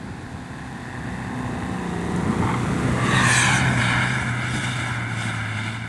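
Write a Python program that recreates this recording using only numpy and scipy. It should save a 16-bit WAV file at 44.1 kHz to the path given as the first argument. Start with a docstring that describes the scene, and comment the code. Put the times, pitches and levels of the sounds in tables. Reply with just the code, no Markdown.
"""On a snowy uphill track, a four-cylinder 4x4 approaches at high revs, passes close by and pulls away.
From the front: crank orders, booming and clatter from the block, all timed by one crankshaft phase.
Alongside: filtered-noise tyres and snow, ringing steel knocks, sine thumps and sinking howls.
From behind: a sine drone at the firing rate and a hollow jet of gas, noise puffed at each firing."""
import sys
import numpy as np
from scipy import signal
from scipy.fft import rfft, irfft
from scipy.io import wavfile
from scipy.ndimage import uniform_filter1d

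SR = 44100
rng = np.random.default_rng(int(sys.argv[2]) if len(sys.argv) > 2 else 0)


def bounce(signal):
    """Save signal as a 16-bit WAV file at the path given by the first command-line argument."""
    frames = np.transpose(np.atleast_2d(signal))
    limited = np.clip(frames, -1, 1)
    pcm = np.round(limited * 32767).astype(np.int16)
    wavfile.write(sys.argv[1], SR, pcm)


N = 259308
T = np.arange(N) / SR

# Turn of the vehicle: (time [s], share of the side-on sound [0-1])
SIDE_ON = [(1.55, 0.27), (2.0, 1)]
# Gas surges with the load: (time [s], roar [dB], rasp [dB], hiss [dB])
GAS_LEVELS = [(2.2, -51, -75, -78), (2.85, -38.5, -53, -54), (3.15, -23.5, -30, -42), (3.27, -23, -35, -42),
              (3.42, -24, -26.5, -40), (3.56, -22.5, -28, -41), (3.66, -25.5, -35.5, -39.5),
              (3.76, -27.5, -46, -40), (3.82, -25, -28, -35), (3.97, -22, -30.5, -40),
              (4.12, -25.5, -35.5, -38), (4.33, -29.5, -46.5, -45.5), (4.44, -29.5, -36.5, -43),
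              (4.55, -30, -38.5, -36.5), (4.72, -31, -34.5, -38.5), (4.93, -29, -42, -43),
              (5.05, -33.5, -46, -51.5), (5.24, -31, -36.5, -38), (5.45, -31, -41, -49),
              (5.68, -34.5, -36, -45), (5.88, -35.5, -47.5, -52.5)]

# Drive past on a straight line
SPEED_IN_M_PER_S, SPEED_OUT_M_PER_S, CLOSEST_M = 4.46, 6.4, 3.08
NOSE_PASS_S, WHEELS_PASS_S, TAIL_PASS_S = 2.62, 2.95, 4  # each part nearest
THROB_DB = 1.2  # rms level wander from uneven firing


def amp(db):
    """Decibels to gain."""
    return 10 ** (np.asarray(db) / 20)


def unit(x):
    """Scales to rms 1."""
    return x / np.sqrt(np.mean(x ** 2) + 1e-20)


def curve(rows, t=T):
    """Joins (time, value) rows by straight lines."""
    return np.interp(t, *np.transpose(rows))


def levels(rows):
    """One gain curve per dB column of a table."""
    s, *columns = np.transpose(rows)
    return [amp(np.interp(T, s, db)) for db in columns]


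def after(s, blend_s):
    """Goes smoothly from 0 to 1 around time s."""
    return (1 + np.tanh((T - s) / blend_s)) / 2


def swell(s, width_s):
    """Smooth bump of height 1 at time s."""
    return np.exp(-((T - s) / width_s) ** 2)


def add(mix, s, sound):
    """Mixes a sound in at time s."""
    part = mix[round(s * SR):][:len(sound)]
    part += sound[:len(part)]


def drift(per_s):
    """Low-passed random motion of rms 1."""
    hz = np.fft.rfftfreq(N, 1 / SR)
    spectrum = rfft(rng.standard_normal(N)) * np.exp(-(hz / per_s) ** 2)
    return unit(irfft(spectrum, N))


def shape(points, hz):
    """Gain of a short spectrum on a log-frequency axis, with skirts beyond its ends."""
    f, db = np.transpose(points)
    low_skirt = 1 / (1 + (f[0] / 2 / (hz + 1)) ** 4)
    high_skirt = 1 / (1 + (hz / f[-1] / 2) ** 4)
    return low_skirt * high_skirt * amp(np.interp(np.log(hz + 1), np.log(f), db))


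def colour(x, points):
    """Filters by a short spectrum, to rms 1."""
    gain = shape(points, np.fft.rfftfreq(N, 1 / SR))
    return unit(irfft(rfft(x) * gain, N))


def grains(per_s, size_db):
    """Random clicks of either sign; size_db scales their random excess in level."""
    present = rng.random(N) < per_s / SR
    sign = rng.choice([-1, 1], N)
    return present * sign * amp(size_db * np.minimum(rng.exponential(1, N), 4))


def puffs(turns, steady, length, uneven_db):
    """Noise flaring at each firing, twice a turn, at random sizes; length is a share of a firing."""
    firing = (2 * turns).astype(int)
    size = amp(uneven_db * rng.standard_normal(N))[firing]
    flare = size * np.exp(-(2 * turns % 1) / length)
    return (steady + flare) * rng.standard_normal(N)


def notches(x, first_hz, spacing_hz, depth, fade_hz):
    """A short echo cuts evenly spaced notches, which slide as the vehicle's aspect changes."""
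    # Echoes along the vehicle shorten side-on: (time [s], factor on notch frequencies)
    aspect = [(0, 0.94), (2.0, 1.08), (2.4, 1.23), (3.08, 1.262), (3.5, 1.053), (4.4, 1)]
    hz, t, z = signal.stft(x, SR, nperseg=1024, noverlap=768)
    seen_hz = hz[:, None] / curve(aspect, t)
    echo = depth / (1 + (seen_hz / fade_hz) ** 4)
    echo_phase = 2 * np.pi * (seen_hz - first_hz) / spacing_hz
    comb = abs(1 - echo * np.exp(1j * echo_phase)) / np.sqrt(1 + echo ** 2)
    return unit(signal.istft(z * comb, SR, nperseg=1024, noverlap=768)[1][:N])


def flicker(x, depth_db=2.5):
    """Random level changes in small patches of time and pitch."""
    z = signal.stft(x, SR, nperseg=512, noverlap=384)[2]
    patches = uniform_filter1d(rng.standard_normal(z.shape), size=4, axis=0)
    patches = unit(uniform_filter1d(patches, size=10, axis=1))
    return unit(signal.istft(z * amp(depth_db * patches), SR, nperseg=512, noverlap=384)[1][:N])


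def spread_db(pass_s):
    """Level re nearest point: amplitude falls as one over the distance."""
    speed_m_per_s = np.where(T < pass_s, SPEED_IN_M_PER_S, SPEED_OUT_M_PER_S)
    along_m = speed_m_per_s * (T - pass_s)
    return -20 * np.log10(np.hypot(CLOSEST_M, along_m) / CLOSEST_M)


def nose_db(muffled_db=1, crest_s=1):
    """Engine-bay level: distance, plus muffling by a crest until the vehicle clears it."""
    return spread_db(NOSE_PASS_S) - muffled_db * (1 - after(crest_s, blend_s=0.32))


def hush(level_db=-57):
    """A faint, even hiss of filtered noise lies under everything."""
    # Hiss spectrum: (frequency [Hz], level [dB])
    hush_spectrum = [(2500, -12), (3600, 3), (4800, 1), (6000, -11), (10000, -15)]
    return amp(level_db) * colour(rng.standard_normal(N), hush_spectrum)


def ruts_db(width_s=0.052):
    """Short swells of the tyre rumble, mostly where the wheels drop into ruts."""
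    # Rumble swells, ruts plus one further swell at 3.62 s: (time [s], rise of the rumble [dB])
    rut_rises = [(2.122, 4), (2.3, 4), (2.44, 5), (3.149, 3.5), (3.25, 3), (3.62, 3.5), (3.8, 4),
                 (4.09, 0.5), (4.551, 7.5)]
    return sum(db * swell(s, width_s) for s, db in rut_rises)


def tyres(rumble_db=-26, falloff=0.89, lumps_db=1.57, tread_db=-29, tread_s=3.054, tread_width_s=0.37,
          spray_db=-42.5):
    """Tyres rumble over ruts, treads roar when beside us, thrown snow is a spray of grains."""
    # Spectra: (frequency [Hz], level [dB])
    rumble_spectrum, tread_spectrum = [(20, -39), (35, -17.5), (55, -9.5), (80, -1.5), (120, -1.5),
                                       (170, -2), (250, -6), (340, -12), (450, -20), (560, -20.5),
                                       (1200, -32)], [(130, -11), (220, 1.5), (330, -10), (480, -5.5),
                                                       (650, -10.5), (1000, -15)]
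    spray_spectrum = [(1500, -17), (3000, -8), (5200, -16.5), (6000, -12.5), (7800, -10.5), (9500, -12.5),
                      (12000, -25.5)]
    near_db = spread_db(WHEELS_PASS_S)
    rumble_level_db = rumble_db + falloff * near_db + ruts_db() + lumps_db * drift(5.2)
    rumble = amp(rumble_level_db) * colour(rng.standard_normal(N), rumble_spectrum)
    tread_gain = amp(tread_db) * swell(tread_s, tread_width_s)
    tread = tread_gain * colour(rng.standard_normal(N), tread_spectrum)
    spray = amp(spray_db + near_db) * colour(grains(per_s=6000, size_db=1.5), spray_spectrum)
    return rumble + tread + spray


def wheelspin():
    """The rear wheel spins beside us and flings sheets of snow, dense flickering grains."""
    # Snow sheets: (time [s], half-length [s], level [dB])
    sheets = [(3.182, 0.16, -37), (3.378, 0.11, -23.5), (3.565, 0.044, -30)]
    # Flung snow: (frequency [Hz], level [dB])
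    flung_spectrum = [(1500, -6), (2400, -0.5), (3200, 1), (4200, 3), (5200, -7), (6100, 6.5), (7000, 2),
                      (8500, 5.5), (9600, 2), (10500, -11), (12000, -12)]
    snow = colour(grains(per_s=13000, size_db=0.0), flung_spectrum)
    wash = notches(snow, first_hz=474, spacing_hz=692.0, depth=0.59, fade_hz=7500)
    return flicker(wash) * sum(amp(db) * swell(s, width_s) for s, width_s, db in sheets)


def clods(level_db=-30, s=3.34, width_s=0.23, crumble_s=0.0025):
    """Lumps of packed snow pelt the wheel arches, each crumbling in a short noise decay."""
    # Crunch spectrum: (frequency [Hz], level [dB])
    clod_spectrum = [(700, -10), (1200, -5), (2300, 5), (3500, -6), (6000, -15)]
    hits = abs(grains(per_s=900, size_db=1.0))
    crumble = np.exp(-T[:SR // 30] / crumble_s)
    crunch = signal.fftconvolve(hits, crumble)[:N] * rng.standard_normal(N)
    return amp(level_db) * swell(s, width_s) * colour(crunch, clod_spectrum)


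def knocks(scrape_s=0.013, ring=0.57, tick_hz=8000, tick_s=0.0038):
    """Loose steel rings under scraping blows; grit ticks on the panels as short noisy tones."""
    # Suspension knocks: (time [s], peak [dB])
    blows = [(2.327, -20), (2.422, -19.5), (2.436, -20), (2.455, -26), (2.47, -19), (2.488, -16.5),
             (2.512, -20), (2.539, -14), (4.982, -34)]
    # Steel modes: (frequency [Hz], relative level [dB], t60 before the ring factor [s])
    steel_modes = [(830, -7, 0.046), (921, 0, 0.072), (990, -15, 0.039), (1085, 3, 0.053),
                   (1366, -2.5, 0.039), (1464, -2.5, 0.026), (2110, -3.5, 0.031), (3230, -13, 0.025)]
    # Grit flicked at the body: (time [s], peak [dB])
    grit = [(2.162, -27)]
    out, t = np.zeros(N), T[:SR // 6]
    steel = np.zeros(len(t))
    for k, (hz, db, t60) in enumerate(steel_modes):
        decay = amp(db - 60 * t / (ring * t60))
        steel += (-1) ** k * decay * np.sin(2 * np.pi * hz * t)
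    for s, db in blows:
        scrape = rng.standard_normal(len(t)) * np.exp(-t / scrape_s)
        blow = signal.fftconvolve(scrape, steel)[:len(t)]
        add(out, s, amp(db) * blow / abs(blow).max())
    for s, db in grit:
        noise = uniform_filter1d(rng.standard_normal(len(t)), size=12)
        tick = noise * np.sin(2 * np.pi * tick_hz * t) * np.exp(-t / tick_s)
        add(out, s, amp(db) * tick / abs(tick).max())
    return out


def thuds(rise_s=0.0033, decay_s=0.015):
    """The suspension takes a bump with a short, dull thump, a decaying sine."""
    # Thumps: (time [s], level before the envelope [dB], pitch [Hz])
    bumps = [(2.291, -12.5, 213), (2.384, -22, 176), (2.446, -10, 120), (2.722, -32, 129.5),
             (2.846, -16, 245), (3.127, -19, 161)]
    out, t = np.zeros(N), T[:SR // 10]
    for s, db, hz in bumps:
        envelope = np.minimum(t / rise_s, 1) * np.exp(-t / decay_s)
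        add(out, s, amp(db) * envelope * np.sin(2 * np.pi * hz * t))
    return out


def howls():
    """Rough resonances of the roar swell and sink as the underside sweeps past."""
    # Howls: (time [s], half-length [s], pitch [Hz], sinking [Hz/s], width [Hz], level [dB])
    resonances = [(3.17, 0.2, 1110, 330, 30, -30.5), (3.58, 0.29, 810, 800, 150, -33.5),
                  (3.3, 0.2, 1770, 600, 66, -25.5), (3.17, 0.063, 3780, 800, 200, -32),
                  (4.71, 0.061, 3650, 300, 170, -40), (3.41, 0.16, 2350, 760, 160, -32),
                  (3.53, 0.056, 1570, 600, 68, -28)]
    out = np.zeros(N)
    for s, width_s, hz, sink_hz_per_s, width_hz, db in resonances:
        phase = 2 * np.pi * np.cumsum(hz - sink_hz_per_s * (T - s)) / SR
        band = drift(width_hz) * np.cos(phase) + drift(width_hz) * np.sin(phase)
        out += amp(db) * swell(s, width_s) * unit(band)
    return out


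def rattle(turns, level_db=-43, s=1.05, width_s=0.46):
    """A bright rattle at each firing comes through the grille while it points at us."""
    # Rattle spectrum: (frequency [Hz], level [dB])
    rattle_spectrum = [(1450, -20), (1650, -2), (1850, 3), (2050, -6), (2300, -25)]
    bursts = puffs(turns, steady=0.5, length=0.25, uneven_db=1.2)
    return amp(level_db) * swell(s, width_s) * colour(bursts, rattle_spectrum)


def boom(turns):
    """Intake boom: sines at three and four times the crank speed take turns to dominate."""
    # Boom: (time [s], third order [dB], fourth order [dB])
    boom_levels = [(0, -49, -47), (0.9, -52, -44), (1.15, -42, -40.5), (1.37, -45.5, -32),
                   (1.73, -31.5, -37), (1.87, -31.5, -43), (2.15, -29.5, -45), (2.38, -35, -31),
                   (3.1, -32, -40.5), (3.5, -43, -45), (3.93, -36, -44), (4.3, -45, -53), (5.88, -46, -45)]
    third, fourth = levels(boom_levels)
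    return third * unit(np.sin(6 * np.pi * turns)) + fourth * unit(np.sin(8 * np.pi * turns))


def hum(turns, level_db=-26.0, screened_db=-6.5, muffled_db=4.9, waver_db=1.5, waver_db_per_order=0.08,
        waver_turns=0.0053, dip_db=-0.3, dip_s=1.34, dip_width_s=0.15):
    """Block and intake radiate crank orders; balance follows the facing side, high ones waver most."""
    # Crank orders: (multiple of crank speed, relative level head-on [dB], side-on [dB])
    orders = [(1, -7, -20), (3.5, -12, -9), (4.5, -14, -10), (5, -12, -10.5), (5.5, -24, -8),
              (6, -17.5, -9.5), (6.5, -25.5, -10.5), (7, -19.5, -10), (8, -20.5, -12.5), (9, -29, -21),
              (10, -12, -22.5), (11, -12, -20.5), (12.5, -18, -17), (12, -17, -23), (13, -14.5, -14),
              (14, -9.5, -18), (15, -21, -17.5), (16, -14, -17), (17, -12, -15)]
    side = curve(SIDE_ON)
    lines = np.zeros(N)
    for k, front_db, side_db in orders:
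        balance_db = front_db + side * (side_db - front_db)
        gain = amp(balance_db + (waver_db + waver_db_per_order * k) * drift(13.0))
        order_turns = k * (turns + waver_turns * drift(26.0)) + rng.random()
        lines += gain * np.cos(2 * np.pi * order_turns)
    effort_db = dip_db * swell(dip_s, dip_width_s) + THROB_DB * drift(40)
    path_db = nose_db(muffled_db) + screened_db * after(NOSE_PASS_S, blend_s=0.38)
    return amp(level_db + path_db + effort_db) * lines


def clatter(turns, repeat=0.34, uneven_db=3.0, level_db=-32.5, grille_db=2.0, screened_db=-14,
            hidden_s=3.9):
    """Combustion and valve noise: part repeats every two turns, part is fresh at each firing."""
    # Block spectrum: (frequency [Hz], level [dB])
    clatter_spectrum = [(250, -5), (400, -2.5), (490, 1), (570, -16), (660, -2.5), (850, -2.5),
                        (1100, -4.5), (1500, -3), (1900, -4), (2280, -12), (2600, -11), (3080, -28),
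                        (3630, -14), (4200, -25.5), (4800, -29), (5500, -36), (11500, -35)]
    partials = amp(uneven_db * rng.standard_normal(700)) * np.exp(2j * np.pi * rng.random(700))
    cycle = irfft(partials)  # one four-stroke cycle: a line at every half order
    repeating = np.interp(turns / 2 % 1, np.linspace(0, 1, len(cycle)), cycle)
    fresh = puffs(turns, steady=0.6, length=0.13, uneven_db=4.0)
    drive = np.sqrt(repeat) * unit(repeating) + np.sqrt(1 - repeat) * unit(fresh)
    coloured = colour(drive, clatter_spectrum)
    block = notches(coloured, first_hz=478, spacing_hz=869, depth=0.44, fade_hz=4800)
    # the body screens the engine once it has gone by
    facing_db = grille_db * (1 - curve(SIDE_ON)) + screened_db * after(hidden_s, blend_s=0.18)
    return amp(level_db + nose_db() + facing_db) * block


def shell(turns, level_db=-8, falloff=0.58):
    """Gas pulses shake the silencer's steel modes, loudest from close by."""
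    # Silencer modes: (frequency [Hz], pole half-width [Hz], relative level [dB])
    shell_modes = [(1089, 19, 3), (1691, 29, 11), (1840, 33, 6), (2083, 17, 3), (5900, 60, -39)]
    hz = np.fft.rfftfreq(N, 1 / SR)
    response = sum(amp(db) / (1 + 1j * (hz - f) / width) ** 2 for f, width, db in shell_modes)
    pulses = puffs(turns, steady=0.89, length=0.33, uneven_db=8.5)
    ringing = unit(irfft(rfft(pulses) * response, N))
    roaring = levels(GAS_LEVELS)[0]
    return amp(level_db + falloff * spread_db(TAIL_PASS_S)) * roaring * ringing


def drone(turns, burble_db=-7, burble_s=3.15):
    """The silencer passes a sine at the firing rate and, once the tail faces us, a ragged burble."""
    # Firing note: (time [s], level [dB])
    note_levels = [(0, -48.5), (0.85, -41), (1.55, -39), (1.8, -41), (2.15, -38.5), (2.45, -32.5),
                   (3.0, -26), (3.4, -25.5), (3.67, -22), (3.95, -26.5), (4.7, -30), (5.58, -31),
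                   (5.88, -33.5)]
    # Burble spectrum: (frequency [Hz], level [dB])
    burble_spectrum = [(130, -6), (175, 1), (240, 0), (340, -10), (450, -22), (700, -28)]
    ragged = colour(puffs(turns, steady=1.0, length=0.29, uneven_db=4.0), burble_spectrum)
    burble = amp(burble_db) * after(burble_s, blend_s=0.25) * ragged
    note = amp(THROB_DB * drift(37)) * unit(np.sin(4 * np.pi * turns))
    return levels(note_levels)[0] * (note + burble)


def jet(turns, flutter_db=0.8):
    """Exhaust gas rushes out in puffs on a steady flow: hollow roar, rasp and flickering hiss."""
    # Spectra: (frequency [Hz], level [dB])
    roar_spectrum, rasp_spectrum, hiss_spectrum = [(300, -20), (450, -5), (560, -4.5), (850, -4.5),
                                                   (1150, 3), (1500, 2.5), (2200, 0.5), (2700, -15),
                                                   (3600, -18.5), (4300, -25), (5300, -54), (7000, -53)], [(1700, -1.5), (2300, 4.5), (2900, 0.5),
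                                                                (3700, 0), (4200, -9), (4800, -9),
                                                                (5500, -34)], [(2500, -10), (3600, 10),
                                                                              (4250, -13), (4750, 3),
                                                                              (5300, -3), (6100, 1),
                                                                              (7000, -0.5), (8200, 3.5),
                                                                              (9700, -3), (10500, -2.5),
                                                                              (12000, -22)]

    def hollow(spectrum):
        """Puffed gas noise, notched by an echo."""
        gas = colour(puffs(turns, steady=2.2, length=0.25, uneven_db=3.5), spectrum)
        return notches(gas, first_hz=456, spacing_hz=696.0, depth=0.89, fade_hz=5140)

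    roar, rasp = hollow(roar_spectrum), hollow(rasp_spectrum)
    hiss = flicker(colour(grains(per_s=9000, size_db=0.0), hiss_spectrum))
    roaring, rasping, hissing = levels(GAS_LEVELS)
    return amp(flutter_db * drift(23)) * (roaring * roar + rasping * rasp + hissing * hiss)


def scene():
    """One crankshaft drives every engine sound; open snow gives no reverberation."""
    # Crankshaft: (time [s], speed [turns/s])
    crank_speed = [(0.0, 65.1), (0.3, 63.2), (0.52, 63.7), (0.64, 64.7), (0.82, 62.0), (1.1, 62.2),
                   (1.3, 63.7), (1.51, 61.2), (1.7, 63.1), (1.83, 59.8), (1.97, 57.7), (2.15, 59.6),
                   (2.85, 60.7), (3.1, 63.3), (3.38, 61.2), (3.62, 64.6), (3.87, 59.3), (4.12, 63.7),
                   (4.35, 60.5), (4.58, 63.2), (5.0, 58.8), (5.57, 53.3), (5.88, 58.2)]
    turns = np.cumsum(curve(crank_speed)) / SR
    snow_and_body = hush() + tyres() + wheelspin() + clods() + knocks() + thuds() + howls()
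    engine = rattle(turns) + boom(turns) + hum(turns) + clatter(turns)
    exhaust = shell(turns) + drone(turns) + jet(turns)
    return (snow_and_body + engine + exhaust)[None]


def record(dry, edge_hz=11700):
    """The recorder's band limit, a linear-phase low-pass."""
    low_pass = signal.firwin(511, edge_hz, window=("kaiser", 9), fs=SR)
    return signal.oaconvolve(dry, low_pass[None], "same")


dry = scene()
out = record(dry)
bounce(out)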